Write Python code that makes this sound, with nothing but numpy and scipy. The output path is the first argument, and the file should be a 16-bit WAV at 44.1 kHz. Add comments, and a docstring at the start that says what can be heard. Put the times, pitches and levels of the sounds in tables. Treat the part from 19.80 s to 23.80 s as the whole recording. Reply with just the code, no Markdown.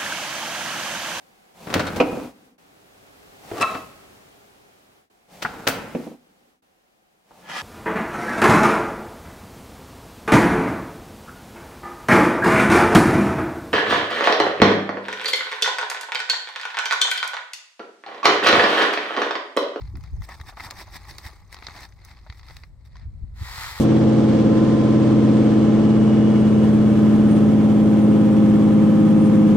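"""Wind buffets the microphone over a quiet hillside as a stiff plastic bag is tipped over a bucket.
For two seconds the last granules are shaken out, about six shakes a second: they hiss along the film
and patter into the bucket, while the film crinkles and snaps and the bag's wall thumps softly.
The shakes then fade and the film crackles on as the bag is lifted.
From 3.5 s, under more buffets of wind, what is left slides through the bag in one long rush."""
import sys
import numpy as np
from scipy import signal
from scipy.fft import rfft, irfft
from scipy.io import wavfile
from scipy.ndimage import uniform_filter1d

SR = 44100
rng = np.random.default_rng(int(sys.argv[2]) if len(sys.argv) > 2 else 0)


def transcribe(signal):
    """Save signal, clipped to [-1, 1], as a 16-bit WAV file at the path in sys.argv[1]."""
    frames = np.atleast_2d(signal).T
    limited = np.clip(frames, -1, 1)
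    pcm = np.round(limited * 32767).astype(np.int16)
    wavfile.write(sys.argv[1], SR, pcm)


N = 4 * SR


def amp(db):
    """Decibels to gain."""
    return 10 ** (np.asarray(db) / 20)


def unit(x):
    """Normalises to rms 1."""
    return x / np.sqrt(np.mean(x ** 2) + 1e-20)


def curve(points, hz):
    """Reads a table on a log-frequency axis."""
    f, value = np.transpose(points)
    return np.interp(np.log(hz + 1), np.log(f + 1), value)


def fader(points):
    """Gain per sample from a table of t/s, level/dB."""
    return amp(np.interp(np.arange(N) / SR, *np.transpose(points)))


def add(mix, s, sound):
    """Mixes a sound in at time s."""
    part = mix[:, max(round(s * SR), 0):][:, :sound.shape[-1]]
    part += sound[..., :part.shape[1]]


def pan(x, left_db):
    """Leans a sound to the left."""
    return x * amp([[left_db / 2], [-left_db / 2]])


def band(x, hz, kind):
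    """Third-order Butterworth filter."""
    return signal.sosfilt(signal.butter(3, hz, kind, fs=SR, output="sos"), x)


def eq(x, points):
    """Minimum-phase EQ from a table of f/Hz, level/dB."""
    cepstrum = irfft(curve(points, np.fft.rfftfreq(4096, 1 / SR)) * np.log(10) / 20)
    cepstrum[1:2048] *= 2  # fold onto positive time: no pre-ring
    cepstrum[2049:] = 0
    impulse = irfft(np.exp(rfft(cepstrum)))
    return signal.oaconvolve(x, impulse[None], axes=1)[:, :x.shape[1]]


# Stereo correlation: f/Hz, likeness/0-1
LIKENESS = [(100, 1), (900, 0.83), (2300, 0.87), (3100, 0.14), (4200, 0.47), (8000, 0.26), (15000, 0.13)]
# Stereo balance, left minus right: f/Hz, level/dB
BALANCE = [(950, 0.2), (2400, 2.5), (6000, -0.5), (13000, 5)]
# Usual phase lead of the left side: f/Hz, lead/rad
LEFT_LEAD = [(100, 0.3), (2300, 0.25), (3300, 0.33), (4500, 0), (6000, 1)]
def stereo(x, lead=LEFT_LEAD):
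    """Blends two unrelated signals into the pair heard at the microphone's two ports."""
    hz = np.fft.rfftfreq(x.shape[1], 1 / SR)
    left, other = rfft(x)
    same = np.clip(curve(LIKENESS, hz), 0, 1)
    lean = amp(curve(BALANCE, hz) / 2)
    right = (same * left + np.sqrt(1 - same ** 2) * other) * np.exp(-1j * curve(lead, hz))
    return irfft(np.array([left * lean, right / lean]), x.shape[1])


def grains(per_s, spread_db, wash):
    """Tiny impacts of uneven size over a wash of finer ones."""
    size = amp(spread_db * np.minimum(rng.exponential(1, N), 4.5))
    hits = rng.random(N) < per_s / SR
    clicks = size * hits * rng.choice([-1., 1.], (2, N))
    return unit(unit(clicks) + wash * rng.standard_normal((2, N)))


def facet(x, uneven_db):
    """Gives a sound the chance resonances of one patch of plastic."""
    hz = np.geomspace(500, 16000, num=22)
    return eq(x, np.column_stack([hz, uneven_db * rng.standard_normal(len(hz))]))


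def rattle(per_s, spread_db, wash, ring_s, uneven_db, patches):
    """Impacts of uneven size on patches of plastic, each ringing briefly, over a wash of finer ones."""
    t = np.arange(768) / SR
    decay = np.exp(-t / ring_s)
    rings = [unit(facet(rng.standard_normal((2, len(t))) * decay, uneven_db)) for _ in range(patches)]
    size = amp(spread_db * np.minimum(rng.exponential(1, N), 3.5)) * rng.choice([-1., 1.], N)
    patch = rng.integers(0, patches, N)
    out = np.zeros((2, N + len(t)))
    for i in np.flatnonzero(rng.random(N) < per_s / SR):
        out[:, i:i + len(t)] += size[i] * rings[patch[i]]
    return unit(unit(out[:, :N]) + wash * rng.standard_normal((2, N)))


# Tone of the ambience bed: f/Hz, level/dB
AIR_EQ = [(150, -10), (414, -21.5), (550, -20.5), (1000, -25.5), (1600, -33.5), (2020, -51), (2810, -43),
          (3920, -53), (8000, -38.5), (10600, -52), (12500, -56)]
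def air():
    """The faint steady air of the hillside."""
    return amp(-64) * unit(stereo(eq(rng.standard_normal((2, N)), AIR_EQ)))


def hillside_echoes(x, wet_db, decay_s):
    """Adds weak scattered echoes from the ground and the slope."""
    t = np.arange(SR // 5) / SR
    taps = rng.standard_normal((2, len(t))) * np.exp(-t / decay_s) * (t > .002)
    return x + amp(wet_db) * signal.oaconvolve(x, taps / np.linalg.norm(taps[0]), axes=1)[:, :N]


def turbulence(tone, likeness=.68):
    """Wind noise, partly shared by left and right, held at an even level."""
    left, other = eq(rng.standard_normal((2, N)), tone)
    pair = np.array([left, likeness * left + np.sqrt(1 - likeness ** 2) * other])
    return pair / np.sqrt(uniform_filter1d((pair ** 2).mean(0), SR // 14))


# Rise and fall of the wind: t/s, level/dB
GUSTS = [(0, -32), (.17, -37), (.29, -39), (.41, -29), (.46, -43.5), (.95, -49.5), (1.1, -44), (1.6, -49),
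         (2.3, -47.5), (2.8, -44.5), (3.0, -47), (3.25, -39.5), (3.54, -37), (3.7, -40.5), (4, -45)]
# Tone of the gusts: f/Hz, level/dB
GUST_EQ = [(20, -15.5), (53, 5), (96, -0.5), (124, -6), (241, -28), (420, -41), (600, -77), (1320, -120)]
# Single buffets: t/s, rumble level/dB, flutter level/dB
BUFFETS = [(0.151, -33, -46), (0.18, -33, -50), (0.338, -28, -57), (0.4, -34.5, -60), (3.272, -30, -69),
           (3.436, -28, -60.5), (3.626, -27, -56.5)]
# Tone of a buffet's rumble: f/Hz, level/dB
BUFFET_EQ = [(20, -6), (80, 4.5), (125, -6), (200, -22.5), (700, -78.5), (2000, -91)]
def wind():
    """Wind on the microphone: a lumpy rumble with short buffets on top."""
    t = np.arange(N) / SR
    rumble = turbulence(BUFFET_EQ)
    flutter = unit(band(rng.standard_normal(N), [190, 340], "band"))
    out = fader(GUSTS) * turbulence(GUST_EQ)
    for s, rumble_db, flutter_db in BUFFETS:
        swell = np.exp(-((t - s) / .016) ** 2)
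        out += swell * (amp(rumble_db) * rumble + amp(flutter_db) * flutter)
    return pan(out, left_db=1.8)


# Thumps of the bag's wall: t/s, level/dB, f/Hz
FLAPS = [(0.606, -31, 77), (0.86, -35, 74.6), (1.296, -34.5, 79), (1.457, -28.5, 68), (2.497, -30, 78)]
def flaps(attack_s=.0052):
    """The wall of the bag swings once or twice and pushes air: a soft low thump."""
    out, t = np.zeros((2, N)), np.arange(SR // 10) / SR
    envelope = t / attack_s * np.exp(1 - t / attack_s)
    for s, db, hz in FLAPS:
        add(out, s, amp(db) * envelope * np.sin(2 * np.pi * hz * t))
    return out


# Flexing of the bag: t/s, level/dB
FLEX = [(0, -54.5), (.08, -61.5), (.12, -74), (.2, -77.5), (.25, -54), (.35, -74.5), (.47, -68.5),
        (1.0, -57.5), (1.5, -52.5), (1.66, -67.5), (1.78, -51.5), (1.89, -48), (2.04, -47.5), (2.1, -77),
        (2.2, -60), (2.31, -52), (2.38, -60), (2.72, -59.5), (2.82, -65), (2.9, -82), (3.2, -59.5),
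        (3.27, -75)]
# Tone of the film, for crinkle and snaps: f/Hz, level/dB
FILM_EQ = [(180, -9.5), (603, -12.5), (725, -4.5), (1210, -2), (1580, -6), (2030, 2.5), (2930, -18.5),
           (3890, -6), (4750, -7), (5900, -18), (9710, -33), (13100, -40.5), (16000, -35)]
def crinkle():
    """Small creases give way while the bag flexes, in many different colours."""
    creases = rattle(per_s=650, spread_db=3.4, wash=.34, ring_s=.002, uneven_db=4.5, patches=30)
    return pan(fader(FLEX) * unit(stereo(eq(creases, FILM_EQ))), left_db=-.5)


# Buckles of the film, before the band trims: t/s, low level/dB, mid level/dB, top level/dB
SNAPS = [(0.1549, -47, -51, -80), (0.17, -49.5, -70, -57.5), (0.2084, -53.5, -57, -65),
         (0.2377, -48.5, -52, -59), (0.42, -42.5, -52, -58), (.4893, -40.5, -57, -52),
         (0.5994, -43.5, -50, -74), (.612, -40.5, -43.5, -52), (0.7706, -39.5, -49, -67),
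         (0.7977, -33.5, -51, -68), (0.805, -33, -42.5, -58), (0.9032, -55, -43, -64),
         (.9087, -37, -34, -40.5), (1.2506, -46.5, -57, -59), (1.309, -45, -43, -65),
         (1.3829, -40, -35.5, -44), (1.7268, -42.5, -45.5, -48), (1.744, -41, -40, -48),
         (1.7666, -44, -47, -75), (1.824, -38.5, -49.5, -73), (1.8681, -39.5, -32, -69),
         (1.884, -35, -51, -56), (1.8983, -43.5, -59, -73), (2.006, -52, -57, -50),
         (2.0512, -43.5, -45.5, -67), (2.1233, -55.5, -58, -84), (2.249, -66, -71, -48),
         (2.2854, -51, -57, -79), (2.3124, -49, -52.5, -74), (2.4996, -41.5, -43.5, -72),
         (2.5241, -45.5, -51, -75), (2.5946, -50, -52, -71), (2.6307, -49, -53.5, -85),
         (2.6845, -47.5, -47, -71), (2.6985, -44.5, -53, -76), (2.7082, -45.5, -49.5, -76),
         (2.7671, -47.5, -41.5, -51.5), (2.8355, -43, -47.5, -72), (3.1558, -46.5, -53, -82),
         (3.1675, -50, -53.5, -71)]
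def snaps(pre_roll_s=.012, trims_db=(-11.5, -10.5, -8)):
    """A large crease strains, cracks and rattles briefly; the ground returns the crack at once."""
    out, t = np.zeros((2, N)), np.arange(2600) / SR - pre_roll_s
    strain = amp(-13) * np.exp(-abs(t) / .004)
    tail = amp(1) * np.exp(-abs(t) / .0047)
    rattling = np.where(t < 0, strain, tail)
    click = (t >= 0) * np.exp(-(t / .0007) ** 2)
    for s, *bands_db in SNAPS:
        echo_s = .0017 * rng.uniform(.85, 1.15)
        echo = amp(-2.5) * np.roll(click, round(echo_s * SR))
        rattle_db = -.6 * (max(bands_db) + 44)  # the strongest snaps are the cleanest
        envelope = click + echo + amp(rattle_db) * rattling
        burst = facet(envelope * rng.standard_normal((2, len(t))), uneven_db=2.5)
        crack = stereo(eq(burst, FILM_EQ))
        parts = band(crack, 2630, "low"), band(crack, [3100, 6500], "band"), band(crack, 9250, "high")
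        for db, trim_db, part in zip(bands_db, trims_db, parts):
            add(out, s - pre_roll_s, amp(db + trim_db) * unit(part))
    return out


# Flow into the bucket: t/s, level/dB
TRICKLE = [(.38, -63), (.5, -52.5), (.75, -58.5), (.88, -51), (1.08, -57), (1.4, -50.5), (1.52, -54.5),
           (1.64, -65), (2.0, -50), (2.15, -67), (2.7, -66), (2.9, -99)]
# Tone of the bucket: f/Hz, level/dB
BUCKET_EQ = [(180, -23.5), (330, -7), (462, -17), (870, -1), (1320, -10.5), (2070, -10), (2930, -26.5),
             (4670, -14), (6410, -16.5), (10200, -24), (16000, -25)]
def trickle():
    """Granules patter into the bucket, each making it ring briefly."""
    patter = rattle(per_s=1200, spread_db=4, wash=.24, ring_s=.0054, uneven_db=9, patches=16)
    return fader(TRICKLE) * unit(stereo(eq(patter, BUCKET_EQ)))


# Clumps dropping into the bucket: t/s, level/dB
CLUMPS = [(0.486, -40), (.688, -41), (0.723, -46), (0.771, -38.5), (.866, -40), (0.885, -45),
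          (0.918, -39.5), (1.075, -49.5), (1.489, -50), (1.946, -46.5), (2.462, -48.5)]
# Tone of a clump: f/Hz, level/dB
CLUMP_EQ = [(300, -37.5), (600, -6.5), (950, -2), (1700, -12), (2200, -17), (2900, -28.5), (16000, -54)]
def clumps(attack_s=.0043):
    """A handful lands at once: a short dull patter."""
    patter = grains(per_s=2100, spread_db=.5, wash=.74)
    t, envelope = np.arange(N) / SR, np.zeros(N)
    for s, db in CLUMPS:
        age = np.maximum(t - s, 0) / attack_s
        envelope += amp(db) * age * np.exp(1 - age)
    return envelope * unit(stereo(eq(patter, CLUMP_EQ)))


# Surges of granules: peak t/s, attack/s, release/s, level/dB, treble shelf/dB
SHAKES = [(.445, 0.018, 0.012, -54, 11), (.508, 0.022, 0.026, -44, -23),
          (0.549, 0.039, 0.0097, -45.5, -4.5), (0.692, 0.028, 0.02, -42.5, -1),
          (.803, 0.028, 0.016, -45.5, 0.5), (0.856, 0.033, 0.021, -38, -0.5),
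          (1.011, 0.045, 0.021, -39, 0.5), (1.166, 0.036, 0.0088, -40, 3), (1.306, 0.026, 0.012, -44.5, 6),
          (1.468, 0.031, 0.021, -41, 2.5), (1.738, 0.022, .016, -52.5, 7), (1.977, 0.038, 0.013, -43, -6.5),
          (2.04, 0.041, 0.025, -46, 0.5), (2.28, 0.022, 0.06, -66.5, 13.5), (2.59, 0.059, 0.011, -72, 18),
          (2.71, 0.057, 0.13, -57, 4), (3.054, 0.005, 0.026, -63, 7), (3.219, 0.019, 0.034, -56.5, -41)]
# Tone of granules hitting the film: f/Hz, level/dB
SHAKE_EQ = [(180, -7), (300, -10), (494, -19.5), (678, -8), (828, -1.5), (1460, -9), (1810, -2), (2210, -5),
            (2930, -19), (3580, -11.5), (4590, -10), (5520, -10.5), (6850, -25.5), (7570, -17.5),
            (10000, -25), (11900, -21), (16000, -26)]
def shakes():
    """Each shake throws granules along the film: a gritty hiss that swells and falls."""
    impacts = rattle(per_s=2600, spread_db=2.5, wash=.13, ring_s=.0021, uneven_db=4.5, patches=24)
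    hiss = unit(stereo(eq(impacts, SHAKE_EQ)))
    treble = signal.sosfiltfilt(signal.butter(1, 4000, "high", fs=SR, output="sos"), hiss)
    t, out = np.arange(N) / SR, np.zeros((2, N))
    for s, attack, release, db, treble_db in SHAKES:
        swell = np.exp(-abs((t - s) / np.where(t < s, attack, release)) ** 2.2)
        out += amp(db) * swell * (hiss + (amp(treble_db) - 1) * treble)
    return pan(out, left_db=-.5)


# Swell of the closing slide: t/s, level/dB
SLIDE = [(3.53, -77), (3.565, -55.5), (3.6, -47.5), (3.665, -40), (3.84, -33), (3.9, -35), (3.945, -39),
         (4, -35)]
# Tone of the slide: f/Hz, level/dB
SLIDE_EQ = [(210, -30), (350, -23.5), (438, -18.5), (633, -17.5), (707, -10.5), (914, -3), (1120, -4),
            (1410, -5.5), (1650, -9.5), (1900, 0.5), (2200, -6), (2800, -15.5), (4040, -7.5), (5390, -12),
            (5840, -17.5), (7790, -16), (9750, -23.5), (12000, -19), (14300, -22), (16000, -24)]
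# Phase lead of the left side in the slide: f/Hz, lead/rad
SLIDE_LEAD = [(100, -0.5), (1400, 0.83), (2100, 1.5), (15000, 2.6)]
def slide():
    """What is left runs through the lifted bag in a dense stream."""
    stream = grains(per_s=5000, spread_db=2.5, wash=.55)
    rush = unit(stereo(eq(stream, SLIDE_EQ), SLIDE_LEAD))
    return pan(fader(SLIDE) * rush, left_db=-.5)


def scene():
    """Bag and bucket with a touch of echo, over wind and open air."""
    pouring = shakes() + trickle() + clumps() + slide() + crinkle() + snaps()
    return hillside_echoes(pouring, wet_db=-19.5, decay_s=.02) + flaps() + wind() + air()


def record(dry):
    """A steep high cut near 16 kHz on the whole mix."""
    high_cut = signal.firwin(511, 15950, window=("kaiser", 9), fs=SR)
    return signal.oaconvolve(dry, high_cut[None], "same")


dry = scene()
out = record(dry)
transcribe(out)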